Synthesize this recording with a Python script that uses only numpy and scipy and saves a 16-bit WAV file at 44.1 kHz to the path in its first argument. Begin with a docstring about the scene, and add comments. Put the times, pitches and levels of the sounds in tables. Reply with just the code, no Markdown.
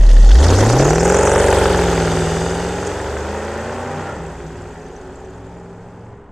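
"""A low idle throb climbs into a hard bark, sags, climbs again and drops at a gear change.
A V8 car is pulling away across a paved yard, heard from just behind its tailpipes.
Uneven exhaust pulses excite the pipe resonances and gate turbulent noise into hiss; multiples of the
engine cycle form boom, rumble and howl. As the path lengthens, the echoes off the walls gain on the
bark, howl and rasp."""
import sys
import numpy as np
from scipy import signal
from scipy.fft import rfft, irfft
from scipy.io import wavfile
from scipy.ndimage import uniform_filter1d

SR = 44100
rng = np.random.default_rng(int(sys.argv[2]) if len(sys.argv) > 2 else 0)


def output_pcm(signal):
    """Save a mono or channel-first signal as 16-bit PCM at the path in sys.argv[1].

    Samples are clipped to [-1, 1] before scaling.
    """
    pcm = np.clip(np.atleast_2d(signal).T, -1, 1) * 32767
    wavfile.write(sys.argv[1], SR, np.round(pcm).astype(np.int16))


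N = 278271
TIME = np.arange(N) / SR

# background spectrum of the yard: (f/Hz, relative level/dB)
FLOOR_SPECTRUM = [(25, 8.5), (60, -1), (130, 3), (220, 7.5), (400, -1.5), (1000, -2), (3000, -30),
                  (8000, -63), (15000, -76)]
FLOOR_DB, CUTOFF_HZ = -43, 15400

# engine speed: (t/s, firing rate/Hz)
FIRING_RATE = [(0.0, 39.28), (0.17, 37.32), (0.31, 42.91), (0.45, 81.45), (0.62, 102.66), (0.94, 159.04),
               (1.17, 184.4), (1.42, 192.51), (1.98, 166.9), (2.28, 162.36), (2.85, 182.43), (3.2, 197.31),
               (3.55, 219.77), (3.85, 245.35), (4.11, 243.87), (4.2, 165), (4.42, 157), (6.12, 181),
               (6.31, 182)]
# throttle opening: (t/s, opening 0-1)
THROTTLE = [(0.0, 0.0), (0.3, 0.24), (0.47, 0.72), (0.9, 0.75), (1.0, 0.61), (1.07, 0.82), (1.58, 1.0),
            (1.85, 0.94), (2.7, 0.86), (4.08, 1), (4.2, 0.8), (5.3, 0.75), (6.08, 0.63), (6.31, 0.14)]
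# the car stands, gathers speed from the bite of the clutch to the gear change, then rolls on
START_M, CLUTCH_S, SHIFT_S, ACCELERATION_M_PER_S2 = 1.67, 0.57, 3.95, 4.13
CRUISE_PER_S = 180  # reference firing rate

# exhaust pulses in firing order: (relative level/dB, lateness/firing intervals)
CYLINDERS = [(-6.3, .12), (.3, .05), (-3.5, -.1), (-4.2, .11), (-9.3, -.26), (-.1, .04), (-7, .1),
             (-12, -.05)]
# hiss of each cylinder's puff in firing order: relative level/dB
PUFF_DB = [5, 14, 8, 13, 25, -3, 16, -20]
# crack of each cylinder's pressure front in firing order: relative level/dB
CRACK_DB = [-18, 0, -8, -18, -20, -6, -11, -22]
# combustion smooths out as the revs rise: (firing rate/Hz, roughness 0-1)
ROUGH_BY_RATE = [(65, .87), (135, .55), (160, .23), (180, .16)]
FAR_BLUR, BLUR_M, SHIFT_ROUGH, SHIFT_LENGTH_S = .2, 22, .4, .2

# loudness laws: (level/dB at full throttle, cruising revs and the start; loss/dB with throttle shut;
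# gain/dB per doubling of revs; loss/dB per doubling of distance; loss/dB per m)
BARK_LAW = (-9, 18, 3, 4, 0.13)
RASP_LAW = (-19.5, 19.5, 4, 2, 0.3255)
HISS_LAW = (-24.5, 19.5, -1.5, 3.0, 0.33)

# engine harmonics: (multiple of the four-stroke cycle rate, near level/dB, far level/dB), relative
RUMBLE_ORDERS = [(2, -4, -9), (3, 0, 0), (4, -5, -3), (5, -12, -4), (6, -9, -9)]
# the howl, the orders that the limping pulses stress most; same columns
HOWL_ORDERS = [(10, 0, -1), (11, 3, -1), (12, -2, 0), (13, -6, 2), (14, -2, -2), (16, 9, 6), (17, -2, -1),
               (18, 8, 6), (19, -5, -2), (20, 8, 0), (21, -1, 8), (22, 7, -2), (23, 5, 6), (24, 7, -4),
               (25, -1, -2), (26, 7, 2), (29, -3, 5), (31, 0, 3), (33, -3, 1), (34, 6, -3), (36, 1, -6),
               (37, -3, 5), (38, 5, -4), (39, -1, -6), (41, 0, -1), (42, 3, 1), (45, 1, -1)]
# what the silencers let through of the howl: (f/Hz, relative level/dB)
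HOWL_COLOUR = [(200, -1), (260, -1), (300, 2), (335, 0), (372, 6), (405, 6.5), (440, 4), (480, 2),
               (540, 3.5), (600, 2), (680, -4), (770, 0), (830, 1), (900, -2.5), (1000, -5), (1130, -9)]
# level of the low rumble: (t/s, level/dB)
RUMBLE_LEVEL = [(0, -32), (0.45, -25), (0.95, -21.5), (1.1, -22.5), (1.55, -19), (2.2, -24.5), (3.05, -32),
                (3.5, -31.5), (4.25, -35), (4.8, -40.5), (5.6, -41.5), (6.15, -44.5), (6.31, -47)]
# low orders that swell as the echoes add up: (t/s, multiple of the cycle rate, level/dB, half length/s)
BLOOMS = [(0.492, 5, -17, 0.13), (3.15, 3, -31.5, .24), (3.974, 5, -30, 0.053), (4.207, 8, -35, 0.041),
          (4.38, 4, -43, 0.06), (4.473, 8, -39, 0.046), (4.63, 5, -37, 0.089), (5.087, 4, -47, .13),
          (5.424, 5, -40, 0.14), (6.062, 5, -40, .11)]
# how strongly the pipes pass the boom at full throttle: (firing rate/Hz, level/dB)
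BOOM_RESPONSE = [(37, 6), (43, 4.5), (55, 3), (85, -8), (135, -11.5), (165, -16), (177, -19), (188, -30),
                 (205, -22), (245, -20.5)]
# dips in the boom: (t/s, depth/dB, half length/s)
BOOM_DIPS = [(4.13, 11, 0.091), (4.5, 7.5, 0.36), (5.14, 11.7, 0.29), (6.25, 6.6, 0.15)]
BOOM_REACH_M, BOOM_FALLOFF = 9, 1.16  # the boom is halved at this distance; power of its fall beyond
BOOM_SHUT_DB = 10.5  # lost with the throttle shut

# pipe and silencer resonances: (f/Hz, bandwidth/Hz, relative level/dB)
BARK_MODES = [(276, 130, 2.5), (393, 90, 3.5), (501, 240, 5.5), (778, 95, 5)]
RASP_MODES = [(874, 390, 15), (1397, 400, 15.5), (1760, 160, -3), (2490, 460, 3), (3220, 28, -1)]
# hollow puffs at idle; same columns
IDLE_MODES = [(350, 90, 2), (495, 63, 7), (630, 160, 4), (810, 110, -16)]
# valve gear and loose metal; same columns
CLATTER_MODES = [(1900, 160, -0.5), (2770, 880, -7), (4280, 55, -15)]
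# high squeaks that pulse with the cycle; same columns
CHIRP_MODES = [(5340, 330, 5.8), (5910, 200, 12.5), (6730, 450, 15), (7420, 500, 10.7), (8430, 680, 8)]
# treble bands that ring as the car gathers speed; same columns
SIZZLE_MODES = [(2870, 230, 1), (3560, 130, 1.5), (4820, 270, -1), (6470, 870, -3.5), (7540, 1260, -4.5)]

# spectrum of the gas jets: (f/Hz, relative level/dB)
HISS_SPECTRUM = [(2000, -110), (3000, -2.5), (3450, -1.5), (4000, -7), (4800, -3), (5350, -5.5),
                 (6400, -2.5), (7900, -4), (9200, -13.5), (10500, -22), (13500, -26.5), (15500, -34)]
# left-right likeness of the hiss: (f/Hz, correlation)
LIKENESS = [(2000, .95), (3200, 0.77), (5000, 0.25), (7000, 0.75), (9000, 1), (14000, 0.53)]
# bouts of thin chirping: (t/s, level/dB, half length/s)
CHIRPS = [(0.84, -32.5, 0.49), (1.196, -35, 0.2), (2.867, -37, 0.043), (5.3, -72, 0.45)]
# exhaust pops as the throttle opens: (t/s, relative level/dB)
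POPS = [(0.428, -26), (0.466, -8), (0.49, -12), (0.502, -13), (0.524, -6), (0.546, -18), (0.574, -19),
        (0.586, -26), (0.607, -15), (0.627, -9), (0.635, -10), (0.653, -8), (0.7, -14), (0.732, -23),
        (0.74, -20), (0.765, -20), (0.771, -9.5), (0.795, -23), (0.802, -5), (0.906, -8)]
# dry spits of gas as the idle picks up: (t/s, relative level/dB)
SPITS = [(0.033, -32), (0.09, -22), (0.112, -22.5), (0.166, -25), (0.225, -26), (0.245, -25), (0.289, -18),
         (0.313, -15.5), (0.352, -14), (0.386, -17.5), (0.427, -15), (0.441, -12.5), (0.502, -15),
         (0.534, -16), (0.606, -14)]
# thin squeals of metal and tyres: (t/s, half length/s, f/Hz, bandwidth/Hz, level/dB)
SQUEALS = [(0.25, 0.045, 4450, 59.5, -45), (0.62, 0.042, 1960, 190, -31), (4.094, 0.047, 1380, 50, -34)]
# squeaks of the car rolling on, far off: (t/s, relative level/dB, f/Hz)
FAR_SQUEAKS = [(4.164, -42, 7560), (4.213, -42, 7730), (4.263, -38, 7640), (4.313, -43, 7900),
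               (4.364, -45, 7300), (4.408, -48, 5960), (4.462, -43, 7600), (4.465, -41, 5930),
               (4.515, -47, 6940), (4.565, -46, 7100), (4.616, -37, 7400), (4.708, -45, 7110),
               (4.814, -43, 6170), (4.862, -42, 6140), (4.912, -49, 6820), (4.962, -39, 6100),
               (5.01, -45, 6890), (5.105, -48, 7220), (5.155, -38, 7460), (5.202, -44, 7060),
               (5.243, -45, 6070), (5.297, -48, 7040), (5.344, -45, 7140), (5.462, -50, 7120),
               (5.57, -50, 7030)]
# slaps, in firing order: relative level/dB
SLAP_DB = [-40, -6, -11, -12, -14, 0, -12, -40]
SLAP_FRONT_S, SLAP_REACH_M = .00032, 3.1
# echo strength at 1 m, growing with the root of the distance
HOWL_ECHO, RASP_ECHO = .125, .17


def from_db(db):
    """Decibel law: level to amplitude gain."""
    return np.exp(np.asarray(db) * (np.log(10) / 20))


def in_time(rows):
    """Linear interpolation: one curve in time for each column."""
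    t, *columns = np.transpose(rows)
    return [np.interp(TIME, t, column) for column in columns]


def at_hz(points):
    """Interpolation on a logarithmic frequency axis, at every FFT bin."""
    hz, value = np.transpose(points)
    return np.interp(np.log(np.arange(N // 2 + 1) * SR / N + 1), np.log(hz), value)


def evened(x):
    """Power normalisation: hold the rms near 1 over about 0.2 s, leaving the pulses intact."""
    power = uniform_filter1d(uniform_filter1d(x * x, size=5000), size=4000)
    return x / np.sqrt(np.abs(power) + 1e-12)


def drift(rate):
    """Random fluctuation: low-passed noise of spread 1, cornered near the rate in Hz."""
    step = 40  # samples between the slow values
    r = np.exp(-2 * np.pi * rate * step / SR)
    white = rng.standard_normal(N // step + 2002)
    slow = signal.lfilter([1], [1, -2 * r, r * r], white)[2000:]
    return np.interp(np.arange(N) / step, np.arange(len(slow)), slow / slow.std())


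def swell(at_s, half_s):
    """Gaussian envelope of height 1."""
    return np.exp(-((TIME - at_s) / half_s) ** 2)


def cut(x, hz, kind, order=2):
    """Butterworth filtering, low- or high-pass."""
    return signal.sosfilt(signal.butter(order, min(hz, .45 * SR), kind, fs=SR, output="sos"), x)


def fade(clicks, seconds):
    """Exponential decay: each click becomes a puff that dies away."""
    return signal.lfilter([1], [1, -np.exp(-1 / (seconds * SR))], clicks + 1e-18)


def resonate(x, modes):
    """Modal superposition: parallel damped resonances, all starting in step."""
    out = 0
    for hz, width, db in modes:
        r = np.exp(-np.pi * width / SR)
        poles = [1, -2 * r * np.cos(2 * np.pi * hz / SR), r * r]
        out = out + from_db(db) * (1 - r * r) / 2 * signal.lfilter([1, 0, -1], poles, x + 1e-18)
    return out


def whistle(hz, width_hz):
    """Selective resonance: noise twice through one narrow mode sounds almost as a tone."""
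    once = resonate(rng.standard_normal(N), [(hz, width_hz, 0)])
    return evened(resonate(once, [(hz, 2 * width_hz, 0)]))


def clicks_at(s, db):
    """Impulse excitation: one click for each time, of the given height."""
    clicks = np.zeros(N)
    clicks[(np.asarray(s) * SR).astype(int)] = from_db(db)
    return clicks


def steep_front(clicks, front_s, highpass_hz):
    """Steep pressure front: a double decay peaking at each click's height, less its slow part."""
    pulse = fade(fade(clicks, front_s), front_s) * np.e / (front_s * SR)
    return cut(pulse, highpass_hz, "high", order=1)


def puffs(clicks, puff_s, steady):
    """Modulated turbulence: noise that swells after each click, over a steady flow."""
    gate = evened(fade(fade(clicks, puff_s), puff_s / 4)) + steady
    return evened(gate * rng.standard_normal(N))


def grit(depth_db, rate=110):
    """Intermittent turbulence: two noises whose third-octave bands flare up in brief grains."""
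    edges = np.geomspace(1800, 16000, 10)
    white = rng.standard_normal((2, 2, N))
    out = 0
    for k in range(len(edges) - 1):
        band = signal.butter(2, edges[k:k + 2], "band", fs=SR, output="sos")
        out = out + signal.sosfilt(band, white[k % 2]) * from_db(depth_db * drift(rate))
    return out


def distance():
    """Uniform acceleration, then steady speed: metres from the tailpipes."""
    speed = ACCELERATION_M_PER_S2 * np.clip(TIME - CLUTCH_S, 0, SHIFT_S - CLUTCH_S)
    return START_M + np.cumsum(speed) / SR


def loudness(law, throttle, per_s, metres):
    """Source strength and spreading: a layer's dB rises with throttle, varies with revs, falls with distance."""
    full_db, shut_db, revs_db, spreading_db, db_per_m = law
    return (full_db - shut_db * (1 - throttle) + revs_db * np.log2(per_s / CRUISE_PER_S)
            - spreading_db * np.log2(metres / START_M) - db_per_m * metres)


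def boom_level(per_s, throttle, metres):
    """Forced response: the firing rate sweeps through the pipes' response while the car recedes."""
    source_db = np.interp(per_s, *np.transpose(BOOM_RESPONSE)) - BOOM_SHUT_DB * (1 - throttle)
    dips_db = sum(depth_db * swell(s, half_s) for s, depth_db, half_s in BOOM_DIPS)
    return source_db - 20 * np.log10(1 + (metres / BOOM_REACH_M) ** BOOM_FALLOFF) - dips_db


def roughness(per_s, metres):
    """Cyclic irregularity: lumpy at idle, smooth at high revs, ragged at the shift, blurred far off."""
    combustion = np.interp(per_s, *np.transpose(ROUGH_BY_RATE))
    blur = FAR_BLUR * np.minimum(metres / BLUR_M, 1)
    return combustion + blur + SHIFT_ROUGH * swell(SHIFT_S + SHIFT_LENGTH_S / 2, SHIFT_LENGTH_S)


def once_a_cycle(firings, at_firing, sharpness):
    """Periodic gating: a bump of height 1 at the same point of every engine cycle."""
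    return np.exp(sharpness * (np.cos(2 * np.pi * (firings - at_firing) / len(CYLINDERS)) - 1))


def valve_pulses(firings, cylinder_db, rough):
    """Pulse train: one click per exhaust valve opening; the crossplane crank makes a fixed limp."""
    opening, jitter, spread_db = .17, .03, 1.6  # firing intervals, firing intervals, dB
    number = np.arange(int(firings[-1]) - 1)
    cylinder = number % len(CYLINDERS)
    chance = rng.standard_normal((len(number), 2)) * np.interp(number, firings, rough)[:, None]
    due = number + opening + np.array(CYLINDERS)[cylinder, 1] + jitter * chance[:, 0]
    at = np.minimum(np.searchsorted(firings, due), N - 1)
    clicks = np.zeros(N)
    clicks[at] = from_db(np.array(cylinder_db)[cylinder] + spread_db * chance[:, 1])
    return clicks


def rung_from_rest(table, size=128):
    """Minimum phase: the orders start together and ring out, as in a struck pipe."""
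    k, db, _ = np.transpose(table)
    index = k.astype(int)
    gains = np.full(size // 2 + 1, from_db(-14.))
    colour_db = np.interp(k * CRUISE_PER_S / len(CYLINDERS), *np.transpose(HOWL_COLOUR))
    gains[index] = from_db(db + colour_db)
    # the one-sided cepstrum of the log gains yields the phase
    return np.pi + 2 * rfft(irfft(np.log(gains))[:size // 2], size).imag[index]


def orders(firings, metres, table, wander_db, near_m, far_m,
           at_firing=1.1, scatter=1.05, flutter=.33, spread=.007):
    """Fourier synthesis of cycle multiples, low ones trailing; a long path makes their phases waver."""
    far = np.interp(np.log(metres), np.log([near_m, far_m]), [0, 1])
    waver = flutter * np.clip(metres / BLUR_M, .1, 1)
    turn = 2 * np.pi * (firings - at_firing) / len(CYLINDERS)
    out = 0
    for (k, near_db, far_db), phase in zip(table, rung_from_rest(table)):
        level_db = near_db + far * (far_db - near_db) + wander_db * drift(1.45)
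        trailing = spread * (table[-1][0] - k) ** 2
        chance = (scatter + far) * rng.standard_normal() + waver * drift(4)
        out = out + from_db(level_db) * np.cos(k * turn + phase + trailing + chance)
    return evened(out)


def yard_floor():
    """Stationary noise: the steady background, shaped by its spectrum."""
    gain = from_db(at_hz(FLOOR_SPECTRUM))
    return from_db(FLOOR_DB) * evened(irfft(rfft(rng.standard_normal(N)) * gain, N))


def yard(x, first_s=0.033, t60=1.0, wall_hz=3500):
    """Reverberation: scattered echoes from sheds and containers, dulled and dying away."""
    t = TIME[:SR]
    sparse = rng.standard_normal(SR) * (rng.random(SR) < 500 / SR)
    walls = sparse * (t > first_s) * from_db(-60 * t / t60)
    return cut(signal.fftconvolve(x, walls / np.linalg.norm(walls))[:N], wall_hz, "low")


def with_walls(x, metres, strength):
    """Direct-to-reverberant ratio: the yard's share of a sound grows with distance."""
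    echo = strength * np.sqrt(metres)
    return (x + echo * yard(x)) / np.sqrt(1 + echo ** 2)


def far_squeaks(level_db=-8, rise_s=0.0029, width_hz=420, size=2048):
    """Narrow-band bursts: each squeak is a short swell of noise at a pitch of its own."""
    out, age = np.zeros(N + size), TIME[:size] / rise_s
    for s, db, hz in FAR_SQUEAKS:
        ring = [(hz, width_hz, 0)]
        tone = resonate(resonate(rng.standard_normal(size), ring), ring)
        start = int(s * SR)
        out[start:start + size] += from_db(db + level_db) * age * np.exp(1 - age) * tone / tone.std()
    return out[:N]


def squeals():
    """Narrow-band resonance: brief thin tones, metal as the revs rise, tyres at the gear change."""
    return sum(from_db(db) * swell(s, half_s) * whistle(hz, width) for s, half_s, hz, width, db in SQUEALS)


def far_tone(firings, metres, level_db=-44, at_s=5.2, half_s=1.0, hz=390, width_hz=55):
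    """Resonant transmission: after the gear change, orders passed by one pipe mode carry farthest."""
    ring = [(hz, width_hz, 0)]
    howl = orders(firings, metres, HOWL_ORDERS[7:13], wander_db=2, near_m=4, far_m=6)
    return from_db(level_db) * swell(at_s, half_s) * evened(yard(resonate(resonate(howl, ring), ring)))


def close_sounds(clicks, metres, clatter_db=-33, flutter_db=-30):
    """Inverse-distance law: metal clatter and the low flutter of the gas fade as the car leaves."""
    clatter = evened(resonate(puffs(clicks, puff_s=0.0057, steady=1.0), CLATTER_MODES))
    flutter = evened(cut(cut(rng.standard_normal(N), 110, "low", order=4), 70, "high"))
    return (from_db(clatter_db) * cut(clatter, 3000, "low") + from_db(flutter_db) * flutter) / metres


def chirp(firings, at_firing=1.2, sharpness=1.6, fickle_db=4.5):
    """Gated resonance: squeaks around the strongest pulse, with a lesser burst half a cycle on."""
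    gate = once_a_cycle(firings, at_firing, sharpness) + .5 * once_a_cycle(firings, 5.35, 14)
    squeak = 0
    for hz, width, db in CHIRP_MODES:
        catch_db = fickle_db * np.clip(drift(30), -2, 1.5)  # each resonance catches by chance
        squeak = squeak + from_db(db + catch_db) * whistle(hz, width)
    bouts = sum(from_db(db) * swell(s, half_s) for s, db, half_s in CHIRPS)
    return bouts * evened(gate * squeak)


def ticks(firings, at_firing=1.49, sharpness=49.0, at_s=1.34, half_s=0.36,
          level_db=-37, hz=9000, width_hz=1300):
    """Gated resonance: the two strongest pulses of each cycle spit a thin, bright tick for a while."""
    gate = np.exp(sharpness * np.cos(4 * np.pi * (firings - at_firing) / len(CYLINDERS)))
    ring = [(hz, width_hz, 0)]
    bright = evened(resonate(resonate(gate * rng.standard_normal(N), ring), ring))
    return from_db(level_db) * swell(at_s, half_s) * bright


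def sizzle(firings, level_db=-35, at_s=2.22, half_s=0.6, pulsing=1.0):
    """Selective resonance: narrow treble bands ring over the hiss, pulsing once per cycle."""
    gas = (1 + pulsing * once_a_cycle(firings, 0.39, 9.5)) * rng.standard_normal(N)
    bands = 0
    for hz, width, db in SIZZLE_MODES:
        bands = bands + resonate(resonate(gas, [(hz, width, db)]), [(hz, 2 * width, 0)])
    return from_db(level_db) * swell(at_s, half_s) * evened(bands)


def idle_puffs(clicks, level_db=-36, at_s=0.16, half_s=0.71):
    """Cavity resonance: at idle the gas leaves in soft, hollow puffs."""
    hollow = resonate(puffs(clicks, puff_s=0.0031, steady=0.53), IDLE_MODES)
    return from_db(level_db) * swell(at_s, half_s) * evened(cut(hollow, 1050, "low", order=4))


def spits(level_db=-5, rise_s=0.0012, decay_s=0.0066):
    """Transient excitation: short dry puffs ring the thin metal of the tailpipes."""
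    gate = fade(fade(clicks_at(*np.transpose(SPITS)), decay_s), rise_s) / (rise_s * SR)
    metal = [(1640, 550, 5.5), (3230, 600, 3), (4260, 480, -4), (5440, 900, -3)]
    ring = resonate(rng.standard_normal(N), metal)
    return from_db(level_db) * gate * evened(cut(ring, 7300, "low", order=4))


def hiss(clicks, metres, bounce=0.48, heights_m2=0.055, reach_m=4.8, grit_db=4.5):
    """Jet noise and interference: the bounce off the asphalt sweeps a comb upward as the car leaves."""
    gate = evened(fade(fade(clicks, seconds=0.036), seconds=0.00045)) + 3.3
    colour, alike = from_db(at_hz(HISS_SPECTRUM)), np.clip(at_hz(LIKENESS), -1, 1)
    lag = 2 * heights_m2 / metres / 343  # extra path over the speed of sound in m/s
    near = 1 / (1 + (metres / reach_m) ** 4)
    parts = []
    for sign, grains in zip((1, -1), grit(grit_db * (1 + near) / 2)):
        jet = irfft(rfft(gate * grains) * colour * np.sqrt(1 + sign * alike), N)
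        parts.append(jet + bounce * near * np.interp(TIME - lag, TIME, jet))
    mid, side = parts
    return evened(mid) + evened(side) * side.std() / mid.std() * np.array([[1], [-1]])


def blooms(firings):
    """Constructive interference: single low orders swell up and sink back."""
    turn = 2 * np.pi * firings / len(CYLINDERS)
    out = 0
    for s, k, db, half_s in BLOOMS:
        out = out + np.sqrt(2) * from_db(db) * swell(s, half_s) * np.sin(-round(k) * turn)
    return out


def pops(front_s=0.00022, front_db=2, tail_s=0.0067, tail_db=-9, top_hz=2600):
    """Impulsive release: a steep pressure front, then a short gust through the pipe resonances."""
    clicks = clicks_at(*np.transpose(POPS))
    front = steep_front(clicks, front_s, 160)
    gust = cut(evened(resonate(rng.standard_normal(N), BARK_MODES)), 330, "high")
    tail = fade(clicks, tail_s) * gust
    return cut(-from_db(front_db) * front + from_db(tail_db) * tail, top_hz, "low")


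def slaps(firings, metres, level_db=-4, from_s=0.82):
    """Steep wavefronts: uneven cylinders send out pressure slaps, heard close by."""
    clicks = valve_pulses(firings, SLAP_DB, np.full(N, .9))
    front = steep_front(clicks, SLAP_FRONT_S, 150)
    onset = np.clip((TIME - from_s) * 20 + 1, 0, 1)
    return -from_db(level_db) * front * onset / (1 + (metres / SLAP_REACH_M) ** 4)


def drone(firings, metres, rough, boom_db, rumble_db, overtone_db=-27, burble_db=0):
    """Periodic forcing: boom at the firing rate, rumble of the uneven banks, burble when rough."""
    turn = 2 * np.pi * firings
    boom = -np.sqrt(2) * (np.sin(turn) + from_db(overtone_db) * np.cos(2 * turn))
    low_noise = cut(rng.standard_normal(N), 245, "low")
    burble = evened(resonate(low_noise, [(70.5, 220, -12.0), (154, 130, 0)]))
    wander_db = 2.9 + np.minimum(metres / 25, 1.5)
    rumble = orders(firings, metres, RUMBLE_ORDERS, wander_db, near_m=2.1, far_m=11)
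    rumble = rumble + from_db(burble_db) * rough * burble
    return from_db(boom_db) * boom + from_db(rumble_db) * rumble


def pipes(firings, metres, rough, bark_db, rasp_db):
    """Pipe resonance: low modes bark and howl, upper ones rasp, the steepest fronts crack."""
    clicks = valve_pulses(firings, np.array(CYLINDERS)[:, 0], rough)
    fronts = valve_pulses(firings, CRACK_DB, rough + 1.4)

    pressure = -np.clip(1.4 - rough, 0, 1) * evened(clicks)
    turbulence = rough * puffs(clicks, puff_s=0.02, steady=0.97)
    bark = resonate(pressure + turbulence, BARK_MODES)
    bark = evened(cut(cut(bark, 763, "low"), 215, "high"))

    rasp = resonate(puffs(fronts, puff_s=0.0016, steady=1.5), RASP_MODES)
    rasp = evened(cut(cut(rasp, 2590, "low", order=4), 710, "high"))

    crack = cut(fade(fronts, seconds=0.00011), 2020, "low", order=4)
    crack = -evened(cut(crack, 330, "high", order=1))
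    crack = crack * np.clip(1.05 - rough, 0, 1) / (1 + (metres / 5.5) ** 2)

    wander_db = .6 + np.minimum(metres / 11, 2)
    howl = orders(firings, metres, HOWL_ORDERS, wander_db, near_m=3.8, far_m=6.3)
    howl = evened(irfft(rfft(howl) * from_db(at_hz(HOWL_COLOUR)), N))

    pitched = np.clip(1.11 - 1.22 * rough, 0, 1)  # smooth running favours the howl
    low = from_db(bark_db) * evened(np.sqrt(1 - pitched) * bark + np.sqrt(pitched) * howl)
    high = from_db(rasp_db) * (rasp + crack)
    return with_walls(low, metres, HOWL_ECHO) + with_walls(high, metres, RASP_ECHO)


def scene():
    """Superposition: engine speed times the pulses and orders; throttle and distance set main levels."""
    (per_s,), (throttle,), (rumble_db,) = in_time(FIRING_RATE), in_time(THROTTLE), in_time(RUMBLE_LEVEL)
    metres = distance()
    rough = roughness(per_s, metres)
    firings = np.cumsum(per_s) / SR  # running count
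    bark_db, rasp_db, hiss_db = [loudness(law, throttle, per_s, metres)
                                 for law in (BARK_LAW, RASP_LAW, HISS_LAW)]
    boom_db = boom_level(per_s, throttle, metres)
    jet_clicks = valve_pulses(firings, PUFF_DB, rough + .5)

    background = yard_floor() + far_squeaks() + squeals() + far_tone(firings, metres)
    mechanical = close_sounds(jet_clicks, metres) + chirp(firings) + ticks(firings)
    jets = sizzle(firings) + idle_puffs(jet_clicks) + spits() + from_db(hiss_db) * hiss(jet_clicks, metres)
    exhaust = blooms(firings) + pops() + slaps(firings, metres)
    exhaust = exhaust + drone(firings, metres, rough, boom_db, rumble_db)
    exhaust = exhaust + pipes(firings, metres, rough, bark_db, rasp_db)
    return background + mechanical + jets + exhaust


def record(dry):
    """Saturation and band limiting: the highest peaks are squashed, the top is cut."""
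    limited = dry / (1 + dry ** 8) ** (1 / 8)
    return signal.sosfilt(signal.ellip(10, .1, 90, CUTOFF_HZ, fs=SR, output="sos"), limited)


dry = scene()
out = record(dry)
output_pcm(out)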